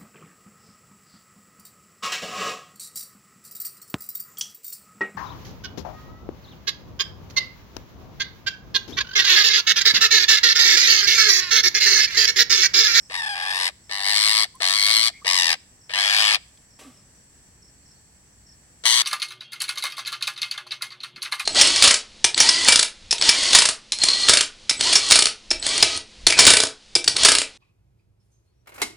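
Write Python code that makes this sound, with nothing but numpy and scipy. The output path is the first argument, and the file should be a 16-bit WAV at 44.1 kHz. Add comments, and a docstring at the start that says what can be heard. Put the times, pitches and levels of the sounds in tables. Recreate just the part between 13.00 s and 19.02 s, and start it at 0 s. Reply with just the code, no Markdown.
"""Parakeet screeching in the hands

A hand-held parakeet close to a two-port microphone screeches six times, the last after a long gap.
Its syrinx sings near 1 kHz, chopped into about a hundred bursts a second that ring the throat and beak.
Between screeches it squeaks, huffs, grunts and ticks softly, as gliding tones and short coloured noise.
Far off a small bird twitters in falling chirps, over noise shaped into high hiss, rumble and faint
chirring bands, and a low steady-pitched hum."""
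import sys
import numpy as np
from scipy import signal
from scipy.fft import rfft, irfft
from scipy.io import wavfile
from scipy.ndimage import uniform_filter1d, map_coordinates

SR = 44100
rng = np.random.default_rng(int(sys.argv[2]) if len(sys.argv) > 2 else 0)


def wrap_up_sound(samples):
    """Save the sound to the file named by the first command line argument, as 16-bit audio."""
    columns = np.atleast_2d(samples).T
    # keep every value between -1 and 1, then stretch to whole-number steps
    tamed = np.clip(columns, -1, 1)
    steps = np.round(tamed * 32767).astype(np.int16)
    wavfile.write(sys.argv[1], SR, steps)


N = 265570
T = np.arange(N) / SR
FREQS = np.fft.rfftfreq(2048, 1 / SR)

# the close bird's screeches: start [t/s], attack [t/s], end [t/s], full level at middle pitch [level/dB],
# opening croak [level/dB], swell depth [level/dB, below 0 starts louder], swell time [t/s],
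# treble at middle pitch [level/dB], first and last bursts per second at middle pitch [f/Hz],
# roughness at middle pitch [share]
SCREECH_ROWS = [ (.097, .043, 0.71, -26.9, -7, 5, 0.53, -1.7, 92, 102, .85),
                (.893, .019, 1.468, -23, -10, 5.5, .16, 1, 99, 107, .9),
                (1.602, .017, 2.112, -21.8, -8, -3, 0.045, 2, 89, 112.3, .6),
                (2.245, .022, 2.564, -22.2, -10, -.5, 0.017, -2, 96.1, 79.17, .62),
                (2.893, .043, 3.386, -22.1, -13, 2, .075, -1.5, 100.2, 104.9, .9),
                (5.836, .018, 6.06, -19.8, -17, -3.5, .07, 5, 112.5, 122.5, 1.2)]
# pitch the syrinx holds once taut, one curve per screech: [t/s], [f/Hz]
HELD_PITCH = [
    [(.15, 983), (.2, 894), (.33, 800), (.46, 830.5), (.57, 934), (.68, 995)],
    [(.92, 995), (1.02, 900), (1.14, 1060), (1.17, 1177), (1.42, 1129)],
    [(1.62, 1030), (1.7, 1122), (1.83, 1157), (1.91, 1252), (2.07, 1205)],
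    [(2.27, 1026), (2.34, 1078), (2.46, 995), (2.53, 937)],
    [(2.93, 977), (3.09, 947), (3.18, 1076), (3.3, 1067), (3.355, 991)],
    [(5.86, 1089), (5.9, 1101), (6.02, 1028)],
]
# mouth shape, one row per screech: strength of each mouth resonance [level/dB]
MOUTH_SHAPES = [(1.1, 6.5, -7, 2.5, 3, -1.5, -1.5, -2, 0, 0.69, 2.5, 0.39),
                (8.1, 3, -2.5, 4, 5, -3, 1, 4, -2, 1.9, 2, 1),
                (11, 4.5, 4.5, 4, 2, -0.5, 2, 4.5, -5, 4, 0.5, 0.48),
                (.5, 4.5, -14, -1, -0.5, 0.5, -2, -2.5, 2, 7.7, -2.5, -1.4),
                (4.5, -1, -1, 4.5, 2, 2.5, 5, 1.5, -0.5, 4.5, -4, -1.3),
                (6.3, 7, 5.5, 0, -0.5, -4.5, 5.5, -0.5, -18, 11, 3, 0.65)]
# manner of singing, one row per screech: shut share of a beat when taut [0-1],
# dying time of a burst before roughness scales it [t/ms], odd harmonics at half roughness [level/dB],
# rasp at full roughness [level/dB], sinking of the rasp's strands [share per burst],
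# unevenness of the beat [0-1]
SINGING_MANNER = [(.54, 1.1, -4, -3, -0.0064, .1), (.74, 1.2, -0.5, -5, 0, .025),
                  (.69, 1.11, -1.5, -5, -.005, .03), (.68, 1.22, 0, -3.5, 0.007, .025),
                  (0.7, 2, 0.5, 0, .013, .025), (.7, 2.8, 0, -13, -.004, 0.01)]
# extra lag at the right port, from where the head points, one per screech: [t/ms]
HEAD_LAG = [0.043, 0.0037, -0.0048, -0.018, 0.015, -0.027]
# each screech tightens from a slack, soft croak
SLACK_HZ, TIGHTEN_S, FADE_IN_S, ATTACK_TREBLE_DB = 460, .024, 0.0029, -4
# the swell gathers pace; before it, a screech is smoother and duller
SWELL_POWER, FIRST_ROUGH_SHARE, FIRST_TREBLE_DB = 2.1, 0.59, -3.5
# it lets go into a low, quiet, dull end
RELEASE_S, RELEASE_DB, RELEASE_TREBLE_DB, RELEASE_HZ = .03, -28, -11, 420
# a tighter syrinx is louder, brighter, faster and rougher: change per octave above the middle pitch
MIDDLE_HZ = 1000
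LOUD_DB_PER_OCT, TREBLE_DB_PER_OCT, BEAT_OCT_PER_OCT, ROUGH_PER_OCT = 2, 18.5, .2, .3


def screeches(treble_from_hz=3000):
    """Each screech catches, swells, holds and lets go; pitch steers level, treble, beat and roughness."""
    out = np.zeros((2, N))
    rows = zip(SCREECH_ROWS, HELD_PITCH, MOUTH_SHAPES, SINGING_MANNER, HEAD_LAG)
    for row, pitch, mouth_db, manner, lag_ms in rows:
        (start, attack_s, end, db, croak_db, swell_db, swell_s,
         bright_db, first_rate, last_rate, rough) = row
        full = start + attack_s
        slack = 1 - ramp(start, min(attack_s, TIGHTEN_S)) ** 2
        weak = 1 - ramp(full, swell_s) ** SWELL_POWER
        release = ramp(end - RELEASE_S, RELEASE_S)

        held = curves(pitch, T)[0]
        octaves = np.log2(held / MIDDLE_HZ)
        hz = held * (SLACK_HZ / held) ** slack * (RELEASE_HZ / held) ** release

        rate = first_rate + (last_rate - first_rate) * ramp(start, end - start)
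        rate = rate * 2 ** (BEAT_OCT_PER_OCT * octaves)
        roughness = rough * (1 - weak * (1 - FIRST_ROUGH_SHARE)) + ROUGH_PER_OCT * octaves
        roughness = roughness * (1 - release / 2)

        level_db = db + croak_db * (T < full) - swell_db * weak
        level_db = level_db + LOUD_DB_PER_OCT * octaves + RELEASE_DB * release
        treble_db = bright_db + TREBLE_DB_PER_OCT * octaves + FIRST_TREBLE_DB * weak
        treble_db = treble_db + ATTACK_TREBLE_DB * slack + RELEASE_TREBLE_DB * release

        times = beats(start, full, end, rate, manner[-1])
        voice = screech(times, hz, roughness, mouth_db, manner)
        low_pass = signal.butter(2, treble_from_hz, fs=SR, output="sos")
        low = signal.sosfiltfilt(low_pass, voice)
        pair = ports(low + (voice - low) * undb(treble_db), lag_ms)
        loudness = pair.mean(0)[(T > start) & (T < end)].std()
        out += pair * ramp(start, FADE_IN_S) * undb(level_db) / loudness
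    return out


# moments when the syrinx stays open and whistles: start [t/s], length [t/s]
OPEN_WHISTLES = [(.183, .027), (.24, .016), (.266, .014), (.29, .052), (.423, .022), (.503, .014)]


def beats(start, full, end, rate, uneven, lead_s=.0105):
    """Times the syrinx springs open: croaks in the attack, then a near-even beat with gaps for whistles."""
    croaks = max(round((full - start) / lead_s), 1)
    times = list(np.linspace(start, full, croaks + 1))
    for late in rng.standard_normal(128):
        rate_now = rate[min(int(times[-1] * SR), N - 1)]
        times.append(times[-1] + max(1 + uneven * late, .5) / rate_now)

    def whistling(s):
        """A burst due now is left out, so the one before it sounds on."""
        return any(0 < s - at < length for at, length in OPEN_WHISTLES)

    return np.array([s for s in times if s < end and not whistling(s)] + [end])


# throat and beak: [f/Hz], gain [level/dB]
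THROAT_GAIN = [(80, -63), (250, -46.5), (450, -27), (700, -19.5), (1000, -15.3), (1400, -11.3),
               (2000, -6.5), (3300, -6.5), (5000, -2.5), (6700, -24), (8300, -13.5), (11000, -21.5),
               (13500, -37.5), (15000, -33.5), (16500, -57.5)]
# mouth resonances: centre [f/Hz], half width to 1/e of the dB strength [f/Hz]
MOUTH_RESONANCES = [(700, 86), (1120, 52), (1400, 113), (1720, 130), (2100, 160), (2550, 290), (3250, 340),
                    (4300, 310), (5100, 250), (6500, 840), (8300, 410), (10500, 1200)]


def screech(times, hz, roughness, mouth_db, manner, size_db=1., settle_s=0.0136):
    """A run of bursts of near-steady strength, each nearly repeating the last, rings throat and mouth."""
    source = np.zeros(N)
    longest = SR // 10
    memory = .9
    flutter = None
    *_, sink, _ = manner
    for k, (sharp, strong) in enumerate(rng.standard_normal((128, 2))):
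        fresh = np.array([walk(1300, size=longest), rng.standard_normal(longest)])
        if k + 1 >= len(times) or times[k] >= T[-1]:
            continue
        # the flutter within a burst changes slowly, so the buzz carries drifting strands
        if flutter is None:
            flutter = fresh
        else:
            flutter = memory * stretch(flutter, sink) + np.sqrt(1 - memory ** 2) * fresh
        start, period = times[k], times[k + 1] - times[k]
        t = T[:min(int((period + .006) * SR), longest)]
        now = np.minimum(int(start * SR) + np.arange(len(t)), N - 1)
        # a long burst settles into a cleaner tone
        rough = np.clip(roughness[now[0]] * min(settle_s / period, 1), .01, 1)
        wave = burst(t, hz[now], period, rough, manner, sharp, flutter[:, :len(t)])
        add(source, start, undb(size_db * strong) * wave)

    mouth = np.zeros(len(FREQS))
    for (centre, width), db in zip(MOUTH_RESONANCES, mouth_db):
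        mouth += db * np.exp(-((FREQS - centre) / width) ** 2)
    return resonate(source, across(THROAT_GAIN) + mouth)


def burst(t, hz, period, rough, manner, chance, flutter, scatter=.035, sag=0.29, jitter=.11,
          attack_s=0.00025, droop_s=.2, skew=.12, slack_db=28, taut_hz=900, slowest_beat_s=0.0116):
    """The syrinx springs open, buzzes for a few cycles, then shuts and sinks in pitch as it dies."""
    shut_share, dying_ms, odd_db, rasp_db, *_ = manner
    # a slack syrinx shuts for less of the beat
    shut_s = shut_share * min(period, slowest_beat_s) * min(hz[0] / taut_hz, 1)
    open_s = max(period - shut_s, period / 10)
    # rough bursts linger and run into each other
    dying_s = dying_ms / 1000 * (0.46 + rough)
    dying = np.exp(-np.maximum(t - open_s, 0) / dying_s)
    size = (1 - np.exp(-t / attack_s)) * dying * np.exp(-t / droop_s)

    wobble = 1 + rough * scatter * chance + np.sqrt(rough) * jitter * flutter[0]
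    pitch = hz * wobble * (1 - sag * (1 - dying))
    phase = 2 * np.pi * np.cumsum(pitch) / SR - np.pi / 2
    k = np.arange(1, 21)[:, None]  # harmonic numbers
    # strong and weak pulses alternate, which thins the odd harmonics, most of all in clean stretches
    weight_db = odd_db * (k % 2) * (k > 1) * 2 * (1 - rough)
    # a slack syrinx swings low and round, with a strong fundamental
    weight_db = weight_db + slack_db * (k == 1) * np.maximum(1 - hz / taut_hz, 0)
    weight = undb(weight_db) * (k * pitch < SR * .45)
    buzz = unit((weight * np.cos(k * phase + skew * k ** 2)).sum(0))
    rasp = undb(rasp_db) * np.sqrt(rough) * flutter[1]
    wave = size * (buzz + rasp)
    return wave / np.sqrt(np.sum(wave ** 2) / (period * SR))


# the close bird at the two microphone ports: [f/Hz], left's lead [radians]
LEFT_LEAD = [(100, 0), (600, .3), (850, .75), (1120, -.2), (1400, 1.8), (1900, 1.7), (2400, 3.1),
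             (3000, 4.9), (3600, 6.8), (4300, 8.7), (5000, 9.5), (7000, 10.2), (8400, 12.5), (9500, 15.4),
             (11000, 18.6), (16000, 31)]
# the same: [f/Hz], left minus right [level/dB]
LEFT_EXCESS = [(100, 0.5), (720, 1), (950, 4.5), (1280, 8), (1500, 0.5), (2400, 2), (3250, 17.5),
               (4150, 5.5), (5600, 14), (8000, 3), (11000, 5.5), (16000, 3)]


def ports(x, lag_ms, turn_s=.000012):
    """The close bird reaches the right port later and partly shaded; the lag wanders as its head turns."""
    shade = irfft(undb(-across(LEFT_EXCESS)) * np.exp(-1j * across(LEFT_LEAD)))
    half = len(shade) // 2
    right = signal.fftconvolve(x, np.roll(shade, half))[half:half + N]
    heard_at = T - lag_ms / 1000 + turn_s * walk(8)
    return np.array([x, map_coordinates(right, [heard_at * SR], order=3)])


# soft squeaks and grunts, close: start [t/s], length [t/s], first pitch [f/Hz], last pitch [f/Hz],
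# rms at the loudest [level/dB], waver [share of pitch]
SQUEAK_ROWS = [(1.542, .035, 1000, 1080, -47, .02), (1.696, .11, 294, 245, -60.5, .02),
               (1.94, 0.075, 310, 239, -53, 0.0097), (2.115, 0.1, 2050, 2360, -49.5, .06),
               (2.214, 0.02, 1050, 1266, -48.5, .02), (3.848, .07, 288, 235, -48, .01)]


def squeaks():
    """Soft squeaks and low grunts, each one gliding tone."""
    out = np.zeros(N)
    for start, length, from_hz, to_hz, db, waver in SQUEAK_ROWS:
        add(out, start, undb(db) * glide(length, from_hz, to_hz, waver))
    return out


# colour of the huffed breath: [f/Hz], gain [level/dB]
BREATH_COLOUR = [(150, -32), (250, 2), (333, -8), (499, -3), (1050, -13), (1160, -1), (1420, -12.5),
                 (2830, -10.5), (4380, -15.5), (6130, -13), (6670, -22.5), (7630, -11), (14000, -29)]


def huff(start_s=3.788, level_db=-45, attack_s=.005, fade_db_per_s=96):
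    """One huff: coloured noise with a quick onset and an even fade in decibels."""
    fade = undb(level_db - fade_db_per_s * np.maximum(T - start_s, 0))
    breath = unit(resonate(rng.standard_normal(N), across(BREATH_COLOUR)))
    return breath * ramp(start_s, attack_s) * fade


# ticks of beak and claws: start [t/s], rms before the decay [level/dB], centre [f/Hz]
TICK_ROWS = [(1.553, -43, 9800), (3.574, -46.5, 3900)]


def ticks(decay_s=0.0028, half_width_hz=400):
    """Small ticks of beak and claws: narrow noise that dies in a few milliseconds."""
    out = np.zeros(N)
    t = T[:SR // 20]
    for start, db, hz in TICK_ROWS:
        peak_db = -10 * np.log10(1 + ((FREQS - hz) / half_width_hz) ** 2)
        ring = resonate(rng.standard_normal(len(t)), peak_db)
        add(out, start, undb(db) * unit(ring) * np.exp(-t / decay_s))
    return out


# far bird: first chirp [t/s], top pitch [f/Hz], typical rms at a chirp's loudest, before 3 dB is taken
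# off its direct sound [level/dB]
TWITTER_ROWS = [(-.003, 5940, -49), (.835, 5900, -56.5), (2.54, 6000, -56), (2.808, 5900, -55),
                (3.703, 5980, -56), (3.938, 5900, -54.5), (4.146, 6400, -58), (4.62, 5960, -52),
                (4.855, 5900, -54.5), (5.266, 6380, -61), (5.461, 5970, -52.5)]


def twitters(spacing_s=.0275, length_s=0.0168, fall=.83, vary_db=2, count=3):
    """A small far bird: quick triplets of falling chirps of uneven strength."""
    out = np.zeros(N)
    for start, hz, db in TWITTER_ROWS:
        for k, strong in enumerate(rng.standard_normal(count)):
            chirp = glide(length_s, hz, hz * fall, 0.0049)
            add(out, start + k * spacing_s, undb(db + vary_db * strong) * chirp)
    return out


def glide(length, from_hz, to_hz, waver):
    """A soft whistle that swells, slides and fades."""
    u = np.linspace(0, 1, int(length * SR))
    hz = (from_hz + (to_hz - from_hz) * u) * (1 + waver * walk(500, size=len(u)))
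    return np.sqrt(2) * np.sin(np.pi * u) * np.sin(2 * np.pi * np.cumsum(hz) / SR)


def tail(x, t60, db, dull_hz=6000):
    """Dense, dulled reflections, different at each port, falling 60 dB in t60 seconds."""
    t = T[:int(t60 * SR)]
    echo = rng.standard_normal((2, len(t))) * undb(-60 * t / t60) * (t > .002)
    low_pass = signal.butter(1, min(dull_hz, SR / 3), fs=SR, output="sos")
    echo = signal.sosfilt(low_pass, echo)
    echo *= undb(db) / np.sqrt(np.sum(echo ** 2) / 2)
    return signal.fftconvolve(x[None], echo, axes=1)[:, :N]


# faint far bands that swell and fade: centre [f/Hz], half width to 1/e [f/Hz], typical level [level/dB]
CHIRR_BANDS = [(1784, 133, -79), (4410, 260, -76), (5900, 420, -71.5)]


def far_chirr(swell_db=3.5, flicker_db=2):
    """Narrow, faint bands of distant chirring noise that come and go."""
    hz = np.fft.rfftfreq(N, 1 / SR)
    out = np.zeros((2, N))
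    for centre, width, db in CHIRR_BANDS:
        shape = np.exp(-((hz - centre) / width) ** 2)
        band = irfft(rfft(rng.standard_normal((2, N))) * shape, N)
        out += unit(band) * undb(db + swell_db * walk(3.72) + flicker_db * walk(25))
    return out


# colour of the low rumble: [f/Hz], relative density [level/dB]
RUMBLE_COLOUR = [(25, -19), (45, -10), (62, 0.09), (80, -6), (130, -6), (220, -11), (400, -19), (700, -22),
                 (1400, -27), (1800, -21), (2600, -30), (3500, -35), (6000, -60)]
# colour of the high hiss: [f/Hz], relative density [level/dB]
HISS_COLOUR = [(3000, -16), (3900, -18.5), (4500, -11.5), (5000, -12.5), (6100, -6.5), (6600, -17.5),
               (7200, -4), (7800, 3), (8400, -10), (9400, -11.5), (10500, -23.5), (16000, -22)]
# likeness of the background at left and right ports: [f/Hz], correlation [0-1]
PORT_LIKENESS = [(30, .96), (100, .92), (250, .8), (1000, .4), (3000, 0), (16000, 0)]


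def rumble_and_hiss(rumble_db=-59, hiss_db=-60, flicker_db=0.5):
    """Flickering noise: rumble much alike at both ports and hiss unlike; levels are of the shared part."""
    hz = np.fft.rfftfreq(N, 1 / SR)
    like = np.clip(across(PORT_LIKENESS, hz), 0, 1)
    out = np.zeros((2, N))
    for colour, db in ((RUMBLE_COLOUR, rumble_db), (HISS_COLOUR, hiss_db)):
        gain = undb(across(colour, hz))
        mid = irfft(rfft(rng.standard_normal(N)) * gain * np.sqrt(1 + like), N)
        side = irfft(rfft(rng.standard_normal(N)) * gain * np.sqrt(1 - like), N)
        pair = np.array([mid + side, mid - side]) / mid.std()
        out += pair * undb(db + flicker_db * walk(9))
    return out


def hum(hz=60.4, level_db=-72, drift_db=2):
    """A low tone, the same at both ports, whose level drifts."""
    return undb(level_db + drift_db * walk(4.2)) * np.sqrt(2) * np.sin(2 * np.pi * hz * T)


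def undb(db):
    """Decibels to gain."""
    return 10 ** (np.asarray(db) / 20)


def unit(x):
    """Scale to rms 1."""
    return x / np.sqrt(np.mean(x ** 2) + 1e-18)


def ramp(start, length):
    """Rises from 0 to 1 over the given time."""
    return np.clip((T - start) / length, 0, 1)


def curves(rows, t):
    """The columns of a time table, joined by straight lines."""
    s, *columns = np.transpose(rows)
    return [np.interp(t, s, c) for c in columns]


def across(points, hz=FREQS):
    """(f/Hz, value) points joined on a log-frequency axis."""
    f, value = np.transpose(points)
    return np.interp(np.log(hz + 1), np.log(f), value)


def resonate(x, db):
    """Causal minimum-phase filter with the given gain at FREQS."""
    cepstrum = irfft(np.log(undb(db)))
    half = len(cepstrum) // 2
    # folding the cepstrum forward in time makes the filter causal
    cepstrum[1:half] *= 2
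    cepstrum[half + 1:] = 0
    impulse = irfft(np.exp(rfft(cepstrum)))
    return signal.fftconvolve(x, impulse)[:len(x)]


def walk(rate, size=N):
    """Smooth chance with a spread near 1, renewed at the given rate in Hz."""
    k = max(int(SR / rate), 1)
    steps = np.repeat(rng.standard_normal(size // k + 1), k)
    return unit(uniform_filter1d(steps, k))[:size]


def stretch(rows, share):
    """Each row played slower by the given share."""
    at = np.arange(rows.shape[1]) * (1 - share)
    return np.array([map_coordinates(row, [at], order=3, mode="mirror") for row in rows])


def add(track, start, sound):
    """Mix a sound into a track from a start time on."""
    i = max(int(start * SR), 0)
    part = sound[:max(len(track) - i, 0)]
    track[i:i + len(part)] += part


def scene():
    """The close bird, quick reflections off hands and chest, a faint room, and the surroundings."""
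    bird = screeches() + huff() + squeaks() + ticks()
    body = tail(bird[0], t60=.035, db=-16)
    room = tail(bird[0], t60=0.46, db=-34)
    far = twitters()
    far_bird = far * undb(-3) + tail(far, t60=.15, db=-8)
    return bird + body + room + far_bird + far_chirr() + rumble_and_hiss() + hum()


def record(dry, top_hz=16200):
    """The recorder rounds the highest peaks and cuts the top."""
    low_pass = signal.ellip(8, .1, 60, top_hz, fs=SR, output="sos")
    return signal.sosfiltfilt(low_pass, np.tanh(dry))


dry = scene()
out = record(dry)
wrap_up_sound(out)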